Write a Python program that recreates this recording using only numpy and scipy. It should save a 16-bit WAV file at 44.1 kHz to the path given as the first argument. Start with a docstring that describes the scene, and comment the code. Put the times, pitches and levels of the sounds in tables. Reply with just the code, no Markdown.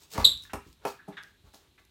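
"""A faint rustle grows into a scrape as a soccer ball is dragged off a wooden floor. It is flicked up
with a sharp shoe squeak, kicked once and caught in the hand. Each blow thuds, smacks and briefly
rings the ball; boards creak and clothes rustle as the player finds his balance.
One microphone stands close by, in a small furnished room that answers over a faint background."""
import sys
import numpy as np
from scipy import signal
from scipy.fft import rfft, irfft
from scipy.io import wavfile
from scipy.ndimage import uniform_filter1d

SR = 44100
rng = np.random.default_rng(int(sys.argv[2]) if len(sys.argv) > 2 else 0)


def log_audio(samples):
    """Write samples as a 16-bit WAV file to the path given in sys.argv[1]."""
    # one column per channel
    frames = np.atleast_2d(samples).T
    # limit to full scale, then quantise
    limited = np.clip(frames, -1, 1)
    pcm = np.round(limited * 32767).astype(np.int16)
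    wavfile.write(sys.argv[1], SR, pcm)


N = 83790
T = np.arange(N) / SR


def amp(db):
    """Decibels to gain."""
    return 10 ** (np.asarray(db) / 20)


def unit(x):
    """Scale to rms 1."""
    return x / np.std(x)


def noise(lo_hz, hi_hz, order=3):
    """Noise between two edges, rms 1."""
    sos = signal.butter(order, [lo_hz, hi_hz], "band", fs=SR, output="sos")
    return unit(signal.sosfilt(sos, rng.standard_normal(N)))


def coloured(points):
    """Noise with a spectrum of (Hz, dB) points, rms 1."""
    hz, db = np.array(points).T
    bins_hz = np.maximum(np.arange(N // 2 + 1) * SR / N, 1)
    gain = amp(np.interp(np.log(bins_hz), np.log(hz), db))
    return unit(irfft(rfft(rng.standard_normal(N)) * gain, N))


def waver(rate_hz):
    """Smooth random motion, spread 1."""
    width = int(SR / rate_hz)
    return unit(uniform_filter1d(uniform_filter1d(rng.standard_normal(N), width), width))


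def highpass(x, hz, order):
    """Cut the bass."""
    return signal.sosfilt(signal.butter(order, hz, "high", fs=SR, output="sos"), x)


def strike(at, rise, t60, hold=0):
    """Envelope: straight rise, hold, exponential decay; times in seconds."""
    decaying_s = np.maximum(T - at - rise - hold, 0)
    return np.clip((T - at) / rise, 0, 1) * amp(-60 * decaying_s / t60)


def ring(at, hz, rise, t60):
    """One struck mode."""
    return strike(at, rise, t60) * np.sin(2 * np.pi * hz * (T - at))


# The room's background. Each row: frequency in Hz, relative level in dB.
AIR = [(15, -37.5), (25, -2.5), (72, 2), (229, -10.5), (384, -6.5), (476, -19.5), (1740, -23.5),
       (4030, -14), (4870, -25.5), (14800, -30.5), (16000, -45.5)]

def background():
    """A faint, steady rumble and hiss all around the microphone."""
    return amp(-66) * coloured(AIR)


# Spectra of the scrape and the hiss. 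Each row: frequency in Hz, relative level in dB.
SCRAPE_SPECTRUM = [(60, -7), (150, -3), (480, -2), (1100, -4), (2200, -11.5), (4500, -18), (16000, -42.5)]
HISS_SPECTRUM = [(500, -35), (2000, -8), (3800, 0), (7000, -2), (11000, -11.5), (16000, -6)]
# Rubbing close by. Each row: peak time in seconds, rise and fall in seconds per 15 dB,
# scrape and hiss levels in dB.
RUBS = [(.035, 0.062, 0.019, -63, -54.5), (0.137, 0.026, 0.023, -55.5, -39),
        (0.158, 0.011, 0.013, -34.5, -65), (0.201, 0.037, 0.055, -35, -42.5), (0.436, 0.13, 0.09, -73, -59),
        (.68, 0.069, 0.086, -76.5, -64), (.848, 0.036, 0.0069, -53, -80), (.880, .02, .035, -58.5, -44),
        (1.101, 0.046, 0.066, -58, -84), (1.27, .09, .07, -67.5, -68.5), (1.47, .04, 0.036, -63, -67),
        (1.545, 0.015, .04, -68, -55), (1.621, 0.081, 0.098, -68, -74.5), (1.799, 0.016, 0.034, -64.5, -70)]

def rubs():
    """Sole, ball and cloth rub in grainy swells of scrape and hiss."""
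    out = np.zeros(N)
    scrape = unit(coloured(SCRAPE_SPECTRUM) * amp(1.47 * waver(290)))
    hiss = unit(coloured(HISS_SPECTRUM) * amp(3.5 * waver(500)))
    for at, rise, fall, scrape_db, hiss_db in RUBS:
        swell = amp(-15 * np.maximum((at - T) / rise, (T - at) / fall))
        out += swell * (amp(scrape_db) * scrape + amp(hiss_db) * hiss)
    return out


# Ticks near the microphone. Each row: start in seconds, level in dB.
LACE_TICKS = [(0.021, -58.5), (0.104, -56), (0.1444, -39), (0.18, -36), (0.375, -48), (0.424, -50.5),
              (.437, -48), (0.7283, -53.5), (1.229, -54), (1.2352, -47.5), (1.851, -57)]

def lace_ticks():
    """Laces and clothing make tiny bright clicks."""
    envelope = sum(amp(db) * strike(at, rise=0.0002, t60=0.0055) for at, db in LACE_TICKS)
    return envelope * noise(3100, 10800, order=2)


# Low modes of the wooden floor. Each row: frequency in Hz, level in dB, t60 in seconds.
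BOARD_MODES = [(56, -1, 0.15), (79.6, -1, 0.18), (112, -15, .10)]

def thud(at):
    """The low bump of a foot and the boards under it."""
    return sum(amp(db) * ring(at, hz, rise=0.0037, t60=t60) for hz, db, t60 in BOARD_MODES)


# Modes of the ball's shell. Each row: frequency in Hz, level in dB, t60 in seconds.
BALL_MODES = [(145, -6.5, 0.041), (182.2, -4, .11), (314, -7.5, 0.045), (400, -4.5, 0.21),
              (512.3, -10, 0.12), (630, -1.5, 0.077), (805, 7, 0.02), (930, -12.5, .04), (1280, -2.5, .06),
              (1676, -5, 0.056), (1830, -11, .04)]
# Contact noise: body, smack, slap, crack. Each row: low and high edges in Hz, t60 in seconds.
CONTACT_BANDS = [(143, 306, 0.073), (425, 1104, 0.061), (1080, 2520, 0.034), (2270, 13000, 0.025)]
# Blows on the ball. Each row: start and rise in seconds, upper edge of the ring in Hz,
# then levels in dB of thud, ring, body, smack, slap and crack.
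BLOWS = [(0.1773, 0.00067, 2510, -24, -31, -33, -28.5, -40.5, -47.5),
         (.5330, 0.0014, 4000, -35.5, -31, -36.5, -38, -39, -43.5),
         (0.851, 0.0018, 2500, -77, -27, -36.5, -28, -37, -45),
         (1.077, 0.0084, 644, -65, -35, -41, -51.5, -80, -60.5),
         (1.536, 0.0032, 1000, -77.5, -59, -57.5, -55.5, -62.5, -60)]

def ball():
    """Each blow thuds, rings the shell (softer contact, duller ring) and leaves a burst of noise."""
    squashed_s, snap_s = 0.0042, 0.0015
    shell, thuds = np.zeros(N), np.zeros(N)
    bands = [(noise(lo, hi), t60) for lo, hi, t60 in CONTACT_BANDS]
    for at, rise, edge_hz, thud_db, ring_db, *contact_db in BLOWS:
        thuds += amp(thud_db) * thud(at + 0.0028)
        for k, (hz, db, t60) in enumerate(BALL_MODES):
            rolloff = 1 / np.hypot(1, (hz / edge_hz) ** 2)
            shell += (-1) ** k * amp(ring_db + db) / 2 * rolloff * ring(at, hz, rise, t60)
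        snap = 1 + 2.4 * np.exp(-np.maximum(T - at, 0) / snap_s)  # first contact is strongest
        for (band, t60), db in zip(bands, contact_db):
            shell += amp(db) * band * snap * strike(at, rise, t60, hold=squashed_s)
    return thuds + highpass(shell, hz=142, order=4)  # the small shell radiates little bass


# One slip of a shoe on the floor. Each row: time in seconds, pitch in Hz, level in dB.
SQUEAK_PATH = [(0.2422, 4450, -36), (0.246, 4270, -11), (.248, 4022, -6), (0.251, 3438, -5.5),
               (0.2512, 4075, -5), (0.254, 3876, 2.5), (0.2566, 3660, -12.5), (.260, 3506, -21.5),
               (.264, 3400, -62)]
# Its harmonics, lowest first. Each entry: level in dB.
SQUEAK_HARMONICS_DB = [-2, -20.5, -23.5, -37.5]

def shoe_squeak():
    """The rubber sole sticks and slips some four thousand times a second for an instant."""
    times, hz, db = np.array(SQUEAK_PATH).T
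    pitch_hz = np.interp(T, times, hz) * (1 + 0.026 * waver(790))
    phase = 2 * np.pi * np.cumsum(pitch_hz) / SR
    tone = sum(gain * np.sin(k * phase) for k, gain in enumerate(amp(SQUEAK_HARMONICS_DB), 1))
    grit = amp(-39) * noise(3200, 8000)
    envelope = amp(np.interp(T, times, db)) * (T > times[0]) * (T < times[-1])
    return envelope * (tone + grit)


# Feet on the floor. Each row: start in seconds, thud and knock levels in dB.
STEPS = [(0.254, -55, -38), (0.662, -50, -52.5), (1.439, -48.5, -62.5), (1.799, -65, -78.5)]

def steps():
    """Soft footfalls: a thud and a dull knock of the boards."""
    out, knock = np.zeros(N), noise(120, 380)
    for at, thud_db, knock_db in STEPS:
        out += amp(thud_db) * thud(at)
        out += amp(knock_db) * knock * strike(at, rise=0.0037, t60=0.087)
    return out


# Creaks underfoot. Each row: start and length in seconds, pitch in Hz, level in dB,
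# then overtone and rasp in dB relative to that level.
CREAKS = [(.451, 0.0061, 1729, -47.5, -29.5, -5), (0.4944, 0.012, 1660, -47.5, -24, -4.5),
          (0.504, .010, 1826, -53.5, -18, 0), (0.99, 0.017, 1630, -49, -22, -22),
          (1.123, 0.023, 1607, -61, -5, 6), (1.169, 0.0236, 1652, -38, -9.5, -8),
          (1.235, .016, 1565, -63.5, -5.5, 0), (1.778, 0.0204, 1926, -61.5, -14, 2)]

def board_creaks():
    """The boards stick and slip in short rough chirps with an overtone and a rasp."""
    overtone_hz = 3500
    out, rasp = np.zeros(N), noise(1040, 2500, order=2)
    phase_per_hz = 2 * np.pi * np.cumsum(1 + 0.06 * waver(624)) / SR
    for at, length, hz, db, overtone_db, rasp_db in CREAKS:
        gate = np.clip(np.minimum(T - at, at + length - T) / 0.0014, 0, 1)
        tone = np.sin(hz * phase_per_hz) + amp(overtone_db) * np.sin(overtone_hz * phase_per_hz)
        out += amp(db) * gate * (tone + amp(rasp_db) * rasp)
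    return out


# Echoes off the nearby walls. Each row: delay in seconds, gain.
WALL_ECHOES = [(.0098, .22), (0.0204, .2)]
# The room's tail. Each row: low and high edges in Hz, t60 in seconds, level in dB.
ROOM_TAIL = [(45, 199, 0.91, -10.5), (200, 1200, 0.17, -1), (1120, 3200, 0.37, -2.5),
             (3160, 5200, 0.27, -6), (4520, 16000, 0.24, -2.5)]

def room(x):
    """Sound reaches the microphone directly, off the floor and two walls, then as a diffuse tail."""
    response = np.zeros(N)
    response[0] = 1
    floor_echo = (0.00634, 0.18)
    for delay, gain in [floor_echo, *WALL_ECHOES]:
        response[int(delay * SR)] += gain
    for lo, hi, t60, db in ROOM_TAIL:
        tail = noise(lo, hi) * strike(at=0.0023, rise=0.0027, t60=t60)
        band_share = 2 * (hi - lo) / SR
        response += amp(db) * tail * np.sqrt(band_share / np.sum(tail ** 2))
    return signal.fftconvolve(x, response)[:N]


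def scene():
    """Ball, shoes and clothes in the room, in mono; extra direct sound brings the ticks closer."""
    ticks = lace_ticks()
    player = ball() + shoe_squeak() + board_creaks() + rubs() + steps() + amp(-2) * ticks
    return (amp(-1.5) * room(player) + ticks + background())[None]


def record(dry):
    """Microphone and recorder cut the deep bass and the top."""
    top_cut = signal.ellip(10, 0.2, 80, 16200, fs=SR, output="sos")
    return signal.sosfilt(top_cut, highpass(dry, hz=42, order=6))


dry = scene()
out = record(dry)
log_audio(out)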